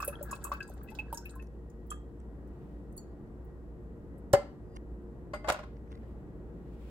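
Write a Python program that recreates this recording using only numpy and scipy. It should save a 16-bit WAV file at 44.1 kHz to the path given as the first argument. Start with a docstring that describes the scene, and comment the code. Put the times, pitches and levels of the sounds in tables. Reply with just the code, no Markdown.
"""A glass kettle of hot water gurgles, then knocks on its base and rattles, heard by a phone held close.
First the last bubbles ring the air and glass of the kettle and burst at the surface with bright ticks.
A few seconds later each knock rings the kettle's body and steel heating plate and shakes its loose parts.
Behind it all an appliance hums over the rumble of the kitchen."""
import sys
import numpy as np
from scipy import signal
from scipy.fft import rfft, irfft, next_fast_len
from scipy.io import wavfile
from scipy.ndimage import uniform_filter1d, map_coordinates

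SR = 44100
rng = np.random.default_rng(int(sys.argv[2]) if len(sys.argv) > 2 else 0)


def transcribe(u):
    """Save the signal u as a 16-bit wav file named by the first command-line argument.

    u: samples, shape (n,) or (channels, n), limited to [-1, 1]; the rate is SR.
    q: integer samples, one column per channel.
    """
    v = np.clip(np.atleast_2d(u).T, -1, 1)
    q = np.round(v * 32767).astype(np.int16)
    wavfile.write(sys.argv[1], SR, q)


N = 304290


def amp(db):
    """Turn decibels into a number to multiply by."""
    return 10 ** (np.asarray(db) / 20)

def unit(x):
    """Scale a signal to an average (rms) strength of 1."""
    return x / np.sqrt(np.mean(x ** 2) + 1e-20)

def along(points, hz):
    """Read a value between (Hz, value) points, on a scale of octaves."""
    f, v = np.transpose(points)
    return np.interp(np.log(hz + 1), np.log(f + 1), v)

def wobble(rate):
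    """A smooth curve through rate random values a second."""
    return map_coordinates(rng.standard_normal(int(N * rate / SR) + 4), [np.arange(N) * rate / SR])

def uneven(t, depth_db):
    """A fast flicker in loudness, as when close notes beat against each other."""
    return amp(depth_db * unit(uniform_filter1d(rng.standard_normal(len(t)), size=150)))

def filtered(x, response):
    """Boost, cut or delay each frequency of x as response says."""
    n = x.shape[-1]
    size = next_fast_len(n + SR // 4)
    return irfft(rfft(x, size) * response(np.fft.rfftfreq(size, 1 / SR)), size)[..., :n]

def resonance(f, hz, width):
    """A filter that passes hz fully and weakens the frequencies around it."""
    return 1j * f * width / (hz * hz - f * f + 1j * f * width)

def noise(spectrum):
    """Two unrelated noises shaped by (Hz, dB) points."""
    return unit(filtered(rng.standard_normal((2, N)), lambda f: amp(along(spectrum, f))))

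def dying(t, t60, rise):
    """A soft start, then a fade. The ring time t60 is the seconds it takes to fall 60 dB."""
    return amp(-60 * t / max(t60, .003)) * (1 - np.exp(-t / max(rise, 1e-5)))

def add(track, start, sound):
    """Mix a sound in at a start time in seconds."""
    part = track[max(round(start * SR), 0):][:len(sound)]
    part += sound[:len(part)]

# The kitchen's echo. Each row: frequency in Hz, ring time in seconds.
ECHO_TIMES = [(100, 0.069), (1000, 0.36), (4000, 0.39), (12000, 0.16)]
def echo(time_scale, seconds):
    """Reflections die away, each frequency at its own speed."""
    hz, t, spectrum = signal.stft(rng.standard_normal(round(seconds * SR)), SR, nperseg=128)
    fade = amp(-60 * t / (time_scale * along(ECHO_TIMES, hz)[:, None]))
    tail = signal.istft(spectrum * fade, SR, nperseg=128)[1]
    return tail / np.linalg.norm(tail)

def in_room(track, start, sound, echo_db):
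    """Add a sound and its echo: row 0 is what both microphones share, row 1 is how they differ."""
    size = next_fast_len(len(sound) + SR // 10)
    smear = rfft(echo(time_scale=0.048, seconds=0.038), size)  # blurs the timing, hardly the tone
    scattered = amp(-1.5) * irfft(rfft(sound, size) * smear / np.abs(smear) ** .75, size)
    for row, direct in zip(track, (sound, scattered)):
        add(row, start, direct)
        add(row, start + .006, amp(echo_db) * signal.fftconvolve(sound, echo(time_scale=1, seconds=.35)))

# The room's rumble and a faint hiss. Each row: frequency in Hz, relative level in dB.
RUMBLE_SHAPE = [(15, -42), (26, -18), (40, -11.5), (52, -9), (68, -8.5), (87, -16), (115, -11.5),
                (222, -12.5), (255, -19), (288, -15.5), (389, -18), (466, -21), (629, -28.5), (1650, -42.5),
                (3000, -62), (3900, -80.5), (6600, -120)]
HISS_SHAPE = [(1500, -39.5), (2500, 3), (4660, -3), (6600, -4), (10000, -4.5), (13700, -1.5), (16500, -7)]
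def room_noise(rumble_db=-48, hiss_db=-80.5, rustle_db_per_s=51.5):
    """The room rumbles under a faint hiss, and three soft rustles swell and fade."""
    t = np.arange(N) / SR
    rumble = amp(rumble_db + wobble(3.19)) * noise(RUMBLE_SHAPE)
    peaks = [(2.66, -76), (6.08, -76), (6.9, -66)]  # seconds, dB
    swells = sum(amp(db - rustle_db_per_s * abs(t - when)) for when, db in peaks)
    rustle_shape = [(800, -7), (2500, 4), (4000, -3.5), (6000, -11.5), (9000, -12), (14000, -8)]
    rustles = swells * amp(1.2 * wobble(31)) * noise(rustle_shape)
    return rumble + rustles + amp(hiss_db) * noise(HISS_SHAPE)

# The appliance's tones. Each row: pitch in Hz, relative level in dB, width of the flutter in Hz.
HUM_TONES = [(51.5, -59, 6.1), (58.8, -47.5, 14), (115.3, -67, 2.7), (223, -66, 6.9), (293.4, -61.5, 14),
             (358.7, -60.5, 13), (463, -63, 18), (1900, -77, 45)]
def appliance_hum():
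    """Steady tones waver because a narrow band of noise surrounds each one."""
    track, t = np.zeros((2, N)), np.arange(N) / SR
    for hz, db, width in HUM_TONES:
        flutter = unit(filtered(rng.standard_normal((2, N)), lambda f: resonance(f, hz, width) ** 2))
        track += 0.49 * amp(db) * flutter
        track[0] += 1.2 * amp(db) * np.sin(2 * np.pi * hz * t)
    return track

# The pitches the kettle's inside favours. Each row: pitch in Hz, width in Hz, relative level in dB.
VESSEL_PEAKS = [(575, 24, 2), (1355, 22, -4), (1530, 30, -4), (1650, 22, -1)]
def vessel(f):
    """The air and water in the kettle boost the sounds near their own pitches."""
    return 0.46 + 3 * sum(amp(db) * resonance(f, hz, width) for hz, width, db in VESSEL_PEAKS)

# The glass wall's clearest note: pitch in Hz, ring time in seconds, rise time in seconds.
GLASS_NOTE = (2600, 0.065, 0.0031)
def glass_ring(t):
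    """The glass wall rings briefly and unevenly."""
    hz, t60, rise = GLASS_NOTE
    flicker = uneven(t, depth_db=3.5)
    return flicker * np.sin(2 * np.pi * hz * t + rng.uniform(0, 2 * np.pi)) * dying(t, t60, rise)

def bubble_note(t, hz, glide_octaves, t60):
    """A short note whose pitch climbs as the bubble nears the surface."""
    pitch = hz * 2 ** (glide_octaves * (.5 - np.exp(-t / 0.01291)))
    phase = 2 * np.pi * np.cumsum(pitch, axis=-1) / SR
    return np.sin(phase) * amp(-60 * t / t60) * (1 - np.exp(-t / 0.001))

def simmer(count=800, level_db=-53, settle_db_per_s=8.5, stop_s=1.4, stop_db_per_s=180):
    """Many small bubbles under a fine spray fade as the water settles, then quickly stop."""
    track, fizz, t = np.zeros((2, N)), np.zeros(2 * SR), np.arange(SR // 25) / SR
    when, size, pitch = rng.uniform(0.000986, 1, (count, 3)).T
    hz = 800 * 2 ** (1.5 * pitch[:, None])
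    notes = bubble_note(t, hz, glide_octaves=0.51, t60=22 / hz)
    for start, db, note in zip(2.3 * when, -3 * np.log(size), notes):
        add(fizz, start, amp(db) * note)
    fizz = filtered(fizz, lambda f: vessel(f) + 3 * resonance(f, GLASS_NOTE[0], 30))
    droplets = rng.standard_normal(N) * amp(6 * wobble(50) + 3 * wobble(300))
    spray = filtered(droplets, lambda f: resonance(f, 3800, 4900) ** 2)[:len(fizz)]
    elapsed = np.arange(len(fizz)) / SR
    fade = amp(level_db - settle_db_per_s * elapsed - stop_db_per_s * np.maximum(elapsed - stop_s, 0))
    in_room(track, 0, (unit(fizz) + amp(-15) * unit(spray)) * fade, echo_db=-20)
    return track

# Clear plinks. Each row: start in seconds, level in dB, pitch in Hz, ring time in seconds.
DROP_PLINKS = [(0.154, -41, 3280, 0.022), (1.173, -36.5, 5460, 0.0455), (1.305, -48.5, 8480, 0.052),
               (1.903, -48, 3230, 0.18), (1.902, -52.5, 7200, 0.11), (2.965, -44, 10600, 0.064),
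               (2.977, -46, 4484, 0.068), (2.977, -44, 6980, 0.084)]
def plinks():
    """Short clear notes, as of drops striking glass or steel."""
    track, t = np.zeros((2, N)), np.arange(SR // 5) / SR
    for start, db, hz, t60 in DROP_PLINKS:
        note = np.sin(2 * np.pi * hz * t) * dying(t, t60, 0.0008)
        in_room(track, start, amp(db) * uneven(t, depth_db=2) * note, echo_db=-14)
    return track

# Bubbles bursting. Each row: start in seconds, peak level in dB, pitch of the open hollow in Hz.
SURFACE_BURSTS = [(0.0024, -37, 12100), (0.0216, -32.5, 6620), (0.0469, -23.5, 12200), (0.0765, -21, 11000),
                  (0.2276, -26, 11860), (0.311, -29.5, 7030), (0.351, -40, 8240), (0.428, -52, 11440),
                  (0.4405, -25, 8340), (0.4918, -43.5, 15300), (0.516, -44, 7040), (0.537, -50, 4660),
                  (0.535, -37.5, 15000), (0.601, -53, 8100), (0.627, -41, 4856), (0.677, -47, 8600),
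                  (0.695, -45.5, 9160), (0.737, -50.5, 10360), (0.769, -64.5, 7230), (0.832, -39, 15000),
                  (0.9025, -46.5, 12000), (0.943, -50, 15300), (0.95, -45, 3850), (0.988, -42.5, 15600),
                  (1.1267, -31.5, 11100), (1.1448, -34.5, 7000), (1.173, -32.5, 6560),
                  (1.2548, -40.5, 12500), (1.293, -46, 4165), (1.307, -50, 7800), (1.354, -45.5, 11000),
                  (1.422, -53.5, 6500), (1.699, -55.5, 7080), (1.866, -53, 15300), (1.904, -31.5, 7700),
                  (2.474, -59, 8850), (2.9233, -57, 8710), (2.9657, -45, 10770), (2.9763, -40, 8100),
                  (3.4466, -54, 15200), (4.1799, -57, 11100)]
def bursts(octaves_below=0.62, octaves_above=1.12):
    """A bursting bubble sprays a puff of hiss around the pitch of the hollow it leaves."""
    track, t = np.zeros((2, N)), np.arange(SR // 5) / SR
    fade = dying(t, 0.0435, 0.00062) + 0.13 * dying(t, 0.15, .003)  # the pop, then drops falling back
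    for start, db, hz in SURFACE_BURSTS:
        droplet_hz = rng.uniform(3000, 16000, (8, 1))
        def colour(f):
            droplets = 0.35 + 1.9 * resonance(f, droplet_hz, 0.039 * droplet_hz).sum(axis=0)
            reach = np.where(f < hz, octaves_below, octaves_above)
            puff = np.exp(-(np.log2(f / hz + 1e-3) / reach) ** 2)
            return droplets * puff + 1.93 * resonance(f, hz, 0.036 * hz)
        tick = filtered(rng.standard_normal(len(t)), colour) * fade
        in_room(track, start, amp(db) * tick / np.abs(tick).max(), echo_db=-14.5)
    return track

# Large bubbles. Each row: start in seconds, peak level in dB, pitch in Hz, level of the glass in dB.
LARGE_BUBBLES = [(0.003, -29, 1213, -39), (0.028, -25.5, 1234, -32.5), (0.08, -27, 482, -37),
                 (0.127, -43, 1293, -45), (0.13, -41.5, 1790, -57), (0.211, -34.5, 596, -69),
                 (0.275, -48, 1280, -72), (0.282, -50, 1615, -68), (0.314, -37.5, 1185, -54),
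                 (0.329, -28.5, 1110, -36), (0.451, -34, 1200, -42.5), (0.469, -36, 1114, -48),
                 (0.518, -22, 1158, -40), (0.532, -35, 1210, -45), (0.546, -39.5, 1557, -40),
                 (0.605, -34, 1620, -35.5), (0.876, -64, 670, -56), (0.885, -53, 2010, -40),
                 (0.92, -45.5, 875, -56), (0.989, -43, 858, -23), (1.128, -27.5, 923, -60),
                 (1.175, -42, 926, -67), (1.256, -60, 1730, -38), (1.361, -46.5, 1040, -68),
                 (1.396, -56, 1810, -43), (1.916, -30.5, 1217, -51)]
def gurgle(churn_ends_s=0.6):
    """Each large bubble sets the air and glass of the kettle ringing and throws a little splash."""
    track, t = np.zeros((2, N)), np.arange(SR // 5) / SR
    for start, db, hz, glass_db in LARGE_BUBBLES:
        colour = lambda f: resonance(f, 1.09 * hz, 0.76 * hz) ** 2 + 0.21 * resonance(f, 2500, 4400) ** 2
        splash = filtered(rng.standard_normal(len(t)) * dying(t, 0.065, 0.0029), colour)
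        churning = start < churn_ends_s
        glide_octaves = .28 if churning and hz > 900 else .05
        t60 = 0.053 * min(hz / 1000, 1, 1300 / hz)  # low and high bubbles die sooner
        t60 *= amp(-0.3 * (db + 35))  # so do loud ones
        t60 *= 1 if churning else 1.63  # in calm water they ring longer
        note = filtered(bubble_note(t, hz, glide_octaves, t60) + 0.86 * splash, vessel)
        sound = amp(db) * note / np.abs(note).max() + amp(glass_db) * glass_ring(t)
        in_room(track, start - .001, sound, echo_db=-18.5)
    return track

def struck_notes(table, t, ring_scale):
    """A struck object rings with several notes, at slightly new strengths on every blow."""
    return [amp(db + rng.normal(0, 1)) * np.sin(2 * np.pi * hz * t) * dying(t, ring_scale * t60, 1 / 1200)
            for hz, db, t60 in table]

# The kettle's hard contacts. Each row: start in seconds, level in dB before filtering.
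HARD_CONTACTS = [(4.3306, -19.5), (5.343, -48.5), (5.486, -31.5), (5.495, -50), (5.522, -33.5),
                 (5.587, -64), (5.628, -75)]
def snaps():
    """A hard contact gives a short, bright snap of noise."""
    track, t = np.zeros((2, N)), np.arange(SR // 3) / SR
    for start, db in HARD_CONTACTS:
        grit = rng.standard_normal(len(t)) * dying(t, 0.054, .0002)
        snap = filtered(grit, lambda f: resonance(f, 8200, 9000) ** 2)
        in_room(track, start, amp(db) * snap, echo_db=-18.5)
    return track

# The notes of the kettle's body and of its steel heating plate.
# Each row: pitch in Hz, relative level in dB, free ring time in seconds.
BODY_NOTES = [(123, -11.5, 0.15), (399.4, -12, 0.31), (566, -6, 0.39), (576, -12.5, 0.5), (768, -11, 0.26),
              (1030, 8, 0.11), (1190, -4, .3), (1352, 0.5, 0.252), (1608, 8, 0.032), (2391, -8, 0.1),
              (2820, -9, 0.042)]
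PLATE_NOTES = [(2070, 0, 0.22), (3200, -15, 0.1), (4795, -14, 0.27), (6830, -20, 0.1), (8180, -19, 0.18)]
# The kettle knocking on its base. Each row: start in seconds, levels in dB of the low body notes, the
# upper body notes and the plate, then multipliers for the body's ring time and pitch.
BASE_KNOCKS = [(4.335, -5.5, -24, -34, 0.32, 0.999), (5.335, -29.5, -36, -40.5, 0.36, 1.06),
               (5.443, -33, -48.5, -49, 1, 1.1), (5.474, -43, -37, -60, 0.12, 0.68),
               (5.484, -15.5, -24, -50, 0.091, 1.01), (5.493, -27, -28, -55, 0.16, 1.06),
               (5.505, -19, -49, -67, 0.088, 1.095), (5.52, -20.5, -29, -64, 0.12, 1.07),
               (5.543, -28.5, -36.5, -64, 0.22, 1.08), (5.589, -32.5, -41.5, -70, 0.26, 1.04),
               (5.631, -53, -50.5, -71.5, 0.41, 1.03), (6.031, -53.5, -64, -74, 0.16, 1.3)]
def knocks():
    """Every knock rings the body and the plate at new strengths, with a short crack and a thud."""
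    track, t = np.zeros((2, N)), np.arange(SR // 3) / SR
    body_hz = np.array(BODY_NOTES)[:, 0]
    low, deep = body_hz < 900, body_hz < 450
    hardest_db = BASE_KNOCKS[0][1]
    for start, low_db, upper_db, plate_db, ring_scale, tuning in BASE_KNOCKS:
        deep_db = 0.95 * (low_db - hardest_db)  # lighter knocks stir the deepest notes less
        levels_db = np.where(low, low_db + deep * deep_db, upper_db)
        body = amp(levels_db) @ struck_notes(np.array(BODY_NOTES) * [tuning, 1, 1], t, ring_scale)
        plate_notes = struck_notes(PLATE_NOTES, t, ring_scale=0.94)
        plate = amp(plate_db) * sum(uneven(t, depth_db=2.5) * note for note in plate_notes)
        hit = dying(t, 0.037, 0.0006)
        short_grit = rng.standard_normal(len(t)) * hit
        long_grit = rng.standard_normal(len(t)) * (hit + .2 * dying(t, 0.12, 0.0031))
        crack = amp(upper_db - 34) * filtered(short_grit, lambda f: 1j * f / (3000 + 1j * f))
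        thud = amp(upper_db + 6) * filtered(long_grit, lambda f: resonance(f, 1500, 2400) ** 2)
        in_room(track, start, body + plate + crack + thud, echo_db=-13)
    return track

def rattle(contacts_per_s=1500, rise_s=.008, hold_s=.006, t60=.099):
    """After each knock loose parts chatter in tiny contacts; the harder they hit, the brighter."""
    track, force, t = np.zeros((2, N)), np.zeros(N), np.arange(SR // 4) / SR
    shake = np.minimum(t / rise_s, 1) * amp(-60 * np.maximum(t - hold_s, 0) / t60)
    for start, _, upper_db, *_ in BASE_KNOCKS:
        add(force, start, amp(upper_db - 4.5) * shake)
    contacts = rng.standard_normal(N) * (rng.random(N) < contacts_per_s / SR) * amp(4.5 * wobble(90))
    dull = filtered(contacts, lambda f: resonance(f, 800, 350) ** 2 + 1.4 * resonance(f, 900, 1500) ** 2)
    bright = filtered(contacts, lambda f: resonance(f, 2700, 6000) ** 2)
    brightness = 0.25 * np.sqrt(force / force.max())
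    in_room(track, 0, force * (unit(dull) + brightness * unit(bright)), echo_db=-15)
    return track

# How alike the two microphones sound. Each row: frequency in Hz, likeness (1 means the same).
LIKENESS = [(60, 0.91), (400, 0.87), (1000, 0.66), (1500, 0.05), (5500, 0.041), (7500, 0.64), (15000, 0.94)]
# How much louder the left one is. Each row: frequency in Hz, left over right in dB.
LEFT_LOUDER = [(60, 0), (130, 1.5), (600, 1), (2000, 1.5), (3000, -0.5), (5500, -2.5), (7000, -1),
               (15000, 1)]
# How much later the left one hears the treble. Each row: frequency in Hz, delay in seconds.
LEFT_LATER = [(800, 0), (2500, .000258), (16000, .000258)]
def scene():
    """Two microphones hear bass and top treble alike; the phone and the room scatter the middle."""
    mix = gurgle() + simmer() + bursts() + plinks() + knocks() + snaps() + rattle()
    mix += appliance_hum() + room_noise()
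    spread = lambda f: np.arccos(np.clip(along(LIKENESS, f), -1, 1)) / 2
    shared, side = filtered(mix, lambda f: np.array([np.cos(spread(f)), np.sin(spread(f))]))
    left = lambda f: amp(along(LEFT_LOUDER, f) / 2) * np.exp(-1j * np.pi * f * along(LEFT_LATER, f))
    return filtered(np.array([shared + side, shared - side]), lambda f: np.array([left(f), 1 / left(f)]))

def record(dry):
    """The microphones soften the highest treble, and the phone cuts off what lies above its limit."""
    limit_hz = 16500
    droop = lambda hz: amp(along([(10000, -0.5), (13000, -4.5), (16000, -7)], hz))
    return filtered(dry, lambda hz: droop(hz) / (1 + (hz / limit_hz) ** 160))

dry = scene()
out = record(dry)
transcribe(out)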